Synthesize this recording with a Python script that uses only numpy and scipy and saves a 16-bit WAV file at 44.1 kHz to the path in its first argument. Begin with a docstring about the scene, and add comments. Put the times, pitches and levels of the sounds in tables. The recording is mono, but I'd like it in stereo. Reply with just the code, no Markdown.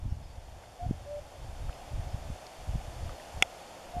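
"""Gusts buffet a camera's two microphone ports in opposite phase, over a hiss and the hollow rush of air.
Among misty pines a cuckoo calls softly in nearly pure tones: a short high note, a longer low one, and
later the start of the next call. A far songbird chirps, and the trees scatter both voices into a faint
tail. A few ticks pass, and one sharp handling click rings the camera's case and briefly ducks the gain."""
import sys
import numpy as np
from scipy import signal
from scipy.fft import rfft, irfft
from scipy.io import wavfile
from scipy.ndimage import uniform_filter1d

SR = 44100
rng = np.random.default_rng(int(sys.argv[2]) if len(sys.argv) > 2 else 0)


def put_to_file(sound):
    """Save the sound as 16-bit audio at rate SR, in the file named by the first command-line argument."""
    columns = np.atleast_2d(sound).T  # one column per channel
    safe = np.clip(columns, -1, 1)
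    whole_steps = np.round(safe * 32767)
    wavfile.write(sys.argv[1], SR, whole_steps.astype(np.int16))


N = 176400
T = np.arange(N) / SR
HZ = np.fft.rfftfreq(N, 1 / SR)
CONTACT_S = 0.00047  # rise time of an impact


def amp(db):
    """Amplitude ratio of a level in decibels."""
    return 10 ** (np.asarray(db) / 20)


def unit_rms(x):
    """Normalisation to rms 1."""
    return x / np.sqrt(np.mean(x ** 2) + 1e-20)


def curve(points):
    """Interpolation of a table over log frequency."""
    hz, value = np.transpose(points)
    return np.interp(np.log(HZ + 1), np.log(hz + 1), value)


def add(mix, start, sound):
    """Superposition of a stereo sound on the mix, from a start in seconds."""
    part = mix[:, round(start * SR):][:, :sound.shape[1]]
    part += sound[:, :part.shape[1]]


def white():
    """Spectra of two uncorrelated white noises."""
    return rfft(rng.standard_normal((2, N)))


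def coloured(spectra, db):
    """Spectral shaping into noise of rms 1."""
    return unit_rms(irfft(spectra * amp(db), N))


def drift(rate_hz):
    """Low-pass filtering of noise into two random curves of rms 1."""
    return unit_rms(irfft(white() * np.exp(-(HZ / rate_hz) ** 2), N))


def air():
    """Broadband noise swells slowly: an uncorrelated hiss and a hollow rush partly in antiphase."""
    # Each row: time in seconds, hiss level in dB, rush level in dB.
    levels = [(0, -59, -51.5), (.7, -55.5, -48), (1.15, -55, -48), (1.8, -52, -44), (2.6, -51, -44.5),
              (3.35, -49.5, -42), (4, -51.5, -43)]
    # Each row of both spectra: frequency in Hz, relative spectral density in dB.
    hiss_spectrum = [(100, -2), (1200, -3), (2000, -4), (3700, -3), (5000, -7), (7600, -8.5), (8200, -12),
                     (10000, -12.5), (12500, -18), (14000, -23), (15000, -36)]
    rush_spectrum = [(30, -16), (150, -5), (300, -3), (430, -6.5), (550, 0.5), (740, 1), (850, -2.5),
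                     (1000, -9.5), (1400, -16), (2500, -25), (6000, -63)]
    # Each row: frequency in Hz, correlation between left and right.
    rush_correlation = [(60, -0.83), (290, -0.86), (640, -0.47), (1400, -0.38)]
    # Each row: frequency in Hz, left minus right level in dB.
    rush_balance = [(200, -1), (400, 0.5), (750, -4.5), (1300, 0.5)]
    times, hiss_db, rush_db = np.transpose(levels)
    left, independent = white()
    correlation = curve(rush_correlation)
    right = correlation * left + np.sqrt(1 - correlation ** 2) * independent
    pan_db = curve(rush_balance) * np.array([[.5], [-.5]])
    rush = coloured(np.array([left, right]), curve(rush_spectrum) + pan_db)
    hiss = coloured(white(), curve(hiss_spectrum))
    return amp(np.interp(T, times, hiss_db)) * hiss + amp(np.interp(T, times, rush_db)) * rush


def forest(sound):
    """Multiple scattering among the trees gives a diffuse, exponentially decaying reverberation."""
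    level_db, t60_s, build_s = -13, .9, 0.043
    t = T[:SR]
    tail = rng.standard_normal((2, SR)) * np.exp(-np.log(1000) * t / t60_s) * np.minimum(t / build_s, 1)
    return amp(level_db) * signal.fftconvolve(sound, tail / np.linalg.norm(tail[0]), axes=1)[:, :N]


def songbird():
    """Frequency modulation: thin, distant whistles glide in pitch with a random waver."""
    # Each row: start in seconds, length in seconds, first and last pitch in Hz, level in dB.
    chirps = [(0.091, .045, 5330, 5550, -65), (.22, 0.063, 5200, 4930, -65), (.275, .07, 4350, 4750, -66),
              (1.692, .115, 4860, 5510, -63), (2.075, 0.1, 4900, 5360, -63)]
    out = np.zeros((2, N))
    waver_hz = 130 * drift(rate_hz=120)[0]
    for start, length, from_hz, to_hz, db in chirps:
        progress = np.linspace(0, 1, round(length * SR))
        hz = from_hz + (to_hz - from_hz) * progress + waver_hz[round(start * SR):][:len(progress)]
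        whistle = np.sin(2 * np.pi * np.cumsum(hz) / SR)
        add(out, start, amp([[db], [db]]) * np.sin(np.pi * progress) * whistle)
    return out


def ticks():
    """Tiny impacts, perhaps drips from the needles, give quickly damped bursts of band noise."""
    # Each row: start in seconds, level in dB, centre frequency in Hz, decay time in seconds.
    taps = [(0.635, -47, 1830, 0.0061), (1.692, -39, 1420, 0.0043), (1.728, -44, 2800, .002),
            (2.4666, -35, 4200, .0016), (3.0936, -35.5, 1430, 0.0038), (3.198, -42, 1890, 0.0046)]
    half_width_octaves = 0.28
    out, t = np.zeros((2, N)), T[:SR // 10]
    for start, db, hz, decay in taps:
        band = 1 / (1 + (np.log2((HZ + 1) / hz) / half_width_octaves) ** 2)
        grain = unit_rms(irfft(white() * band, N))
        envelope = np.exp(-t / decay) * (1 - np.exp(-t / CONTACT_S))
        add(out, start, amp(db) * envelope * grain[:, :len(t)])
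    return out


def wind():
    """Turbulence makes low pressure fluctuations, mostly in antiphase at the two ports."""
    # Each row: time in seconds, wind level in dB.
    gusts = [(0, -29.5), (.06, -17.5), (.13, -27.5), (.17, -26), (.34, -34.5), (.57, -32.5), (.62, -45),
             (.71, -38), (.77, -50), (.83, -22.5), (.9, -20), (.95, -28.5), (1.1, -36), (1.2, -31.5),
             (1.32, -44), (1.42, -28), (1.49, -25.5), (1.56, -29.5), (1.69, -18), (1.74, -39), (1.9, -33.5),
             (1.95, -17.5), (2.03, -26), (2.11, -28.5), (2.24, -29), (2.32, -22), (2.38, -44), (2.55, -48),
             (2.6, -30), (2.64, -34), (2.69, -24), (2.76, -16), (2.81, -29.5), (2.95, -31), (3.04, -20),
             (3.12, -26.5), (3.18, -46), (3.3, -46), (3.37, -23.5), (3.52, -47.5), (3.84, -48), (3.88, -32),
             (3.92, -43), (3.99, -20)]
    # Each row: frequency in Hz, relative spectral density in dB.
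    spectrum = [(10, -7), (30, 1), (70, 0), (125, -8.5), (200, -23), (350, -31), (700, -54), (2000, -80)]
    common_db = -14.5
    flow = coloured(white(), curve(spectrum))
    local_rms = np.sqrt(uniform_filter1d(flow ** 2, size=2600, axis=1) + 0.026)
    opposed, common = amp(np.interp(T, *np.transpose(gusts))) * flow / local_rms
    return np.array([opposed, -opposed]) + amp(common_db) * common


def thumps():
    """A passing eddy is a pressure pulse flanked by suction, of opposite sign at the two ports."""
    # Each row: time in seconds, peak level at the left port in dB, width in seconds.
    eddies = [(.057, -11, 0.0024), (.079, -17.5, 0.0019), (0.125, -7, 0.0032), (0.384, -16, 0.0043),
              (0.865, -10.5, 0.0026), (0.896, -10, 0.0026), (0.911, -1.5, 0.0014), (1.481, -18.5, 0.0037),
              (1.619, -23, 0.0041), (1.696, -6, 0.0056), (1.935, -14.5, 0.0026), (1.997, -9, 0.0033),
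              (2.072, -15, 0.004), (2.146, -8, 0.003), (2.303, -12.5, 0.0019), (2.695, -9, 0.0037),
              (2.756, -6.5, 0.0023), (2.883, -18, 0.0035), (3.363, -23, 0.0046), (3.968, -14.5, 0.0016)]
    tip_share, right_db = 0.45, -4
    out = np.zeros(N)
    for time, db, width in eddies:
        offset_sq = ((T - time) / width) ** 2
        rounded = (1 - offset_sq) * np.exp(-offset_sq / 2)
        sharp_tip = (1 - offset_sq) / (1 + offset_sq) ** 3
        out += amp(db) * ((1 - tip_share) * rounded + tip_share * sharp_tip)
    return out * np.array([[1], [-amp(right_db)]])


def click():
    """Impulse excitation: a hard snap and its rebound ring the damped modes of the camera's case."""
    # Each row: start in seconds, gain in dB.
    impacts = [(3.424, 1), (3.4263, -16.5)]
    # Each row: frequency in Hz, left and right relative level in dB, time to fall 60 dB in seconds.
    case_modes = [(135, -38, -32.5, 0.02), (376, -23, -17, .012), (750, -14, -13, 0.043),
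                  (1410, -24, -13.5, 0.019), (2066, -8.5, -16, 0.014), (2350, -4.5, -7.5, 0.0099),
                  (2780, -16, -6, 0.011), (3402, -21.5, -7.5, 0.016), (5090, -31, -23.5, 0.018),
                  (5790, -20, -14, 0.0081), (6920, -25, -13, 0.008), (7960, -34, -14.5, 0.0083),
                  (8760, -31, -15.5, 0.0074)]
    rock_rad, rock_below_hz = 2.35, 1700  # low modes rock the case: the ports move against each other
    crack_db, crack_s, crack_hz = [[-15.5], [-12.5]], 0.0011, 8100
    out, t = np.zeros((2, N)), T[:SR // 10]
    ring = np.zeros((2, len(t)))
    for k, (hz, left_db, right_db, t60) in enumerate(case_modes):
        lag = np.array([[0], [rock_rad * (hz < rock_below_hz)]])
        envelope = amp([[left_db], [right_db]]) * np.exp(-np.log(1000) * t / t60)
        ring += (-1) ** k * envelope * np.sin(2 * np.pi * hz * t - lag)
    ring *= 1 - np.exp(-t / CONTACT_S)
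    for start, db in impacts:
        grit = signal.lfilter(*signal.butter(2, crack_hz, fs=SR), rng.standard_normal((2, len(t))))
        crack = amp(crack_db) * np.exp(-t / crack_s) * grit
        add(out, start, amp(db) * (ring + crack))
    return out


def cuckoo():
    """Nearly sinusoidal oscillation: each hoot scoops up to pitch, holds and drops away."""
    # Each row: start in seconds, length in seconds, top pitch in Hz, level in dB, left minus right in dB.
    notes = [(0.786, 0.085, 718.6, -36.5, 4.5), (1.055, 0.15, 590.6, -36.5, -0.5),
             (3.93, 0.11, 717.5, -32, 4)]
    scoop_depth, droop_depth, waver_depth = 0.044, .05, 0.0037  # shares of the pitch
    scoop_share, attack_share = 0.28, .17  # shares of the note's length
    droop_s, release_s = 0.0072, 0.017
    flutter_db, octave_db, left_lead_rad = 1.2, -36, 0.17
    out = np.zeros((2, N))
    waver, flutter = drift(rate_hz=58)
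    for start, length, top_hz, db, pan_db in notes:
        t = np.arange(0, length, 1 / SR)
        at = (round(start * SR) + np.arange(len(t))) % N
        scoop = scoop_depth * np.exp(-t / (scoop_share * length))
        droop = droop_depth * np.exp((t - length) / droop_s)
        hz = top_hz * (1 - scoop - droop + waver_depth * waver[at])
        phase = 2 * np.pi * np.cumsum(hz) / SR + np.array([[left_lead_rad], [0]])
        tone = np.sin(phase) + amp(octave_db) * np.sin(2 * phase)
        attack = 1 - np.exp(-t / (attack_share * length))
        release = np.sin(np.pi / 2 * np.minimum((length - t) / release_s, 1)) ** 2
        gain = amp(db + flutter_db * flutter[at] + pan_db * np.array([[.5], [-.5]]))
        add(out, start, gain * attack * release * tone)
    return out


def scene():
    """Superposition of the birds, their reverberation, the moving air and the small impacts."""
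    birds = cuckoo() + songbird()
    return birds + forest(birds) + wind() + thumps() + air() + ticks() + click()


def record(dry):
    """Compression ducks the gain after treble peaks; notches, clipping and a band limit follow."""
    # The camera's notch filters. Each row: centre frequency in Hz, width in Hz.
    notches = [(3940, 340), (7870, 180)]
    threshold_db, duck_share, recover_db_per_s = -20, .25, 85
    treble_hz, band_limit_hz = 1000, 15200
    treble = signal.sosfilt(signal.butter(2, treble_hz, "high", fs=SR, output="sos"), dry)
    power = signal.lfilter(np.ones(128) / 128, 1, (treble ** 2).mean(0))
    excess_db = np.maximum(10 * np.log10(power + 1e-12) - threshold_db, 0)
    recovery_db = T * recover_db_per_s
    held_db = np.maximum.accumulate(excess_db + recovery_db) - recovery_db
    duck_db = duck_share * signal.lfilter(np.ones(400) / 400, 1, held_db)
    x = dry / amp(duck_db)
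    for hz, width in notches:
        x = signal.lfilter(*signal.iirnotch(hz, hz / width, SR), x)
    lowpass = signal.firwin(255, band_limit_hz, window=("kaiser", 7), fs=SR)
    return signal.oaconvolve(np.clip(x, -1, 1), lowpass[None], "same")


dry = scene()
out = record(dry)
put_to_file(out)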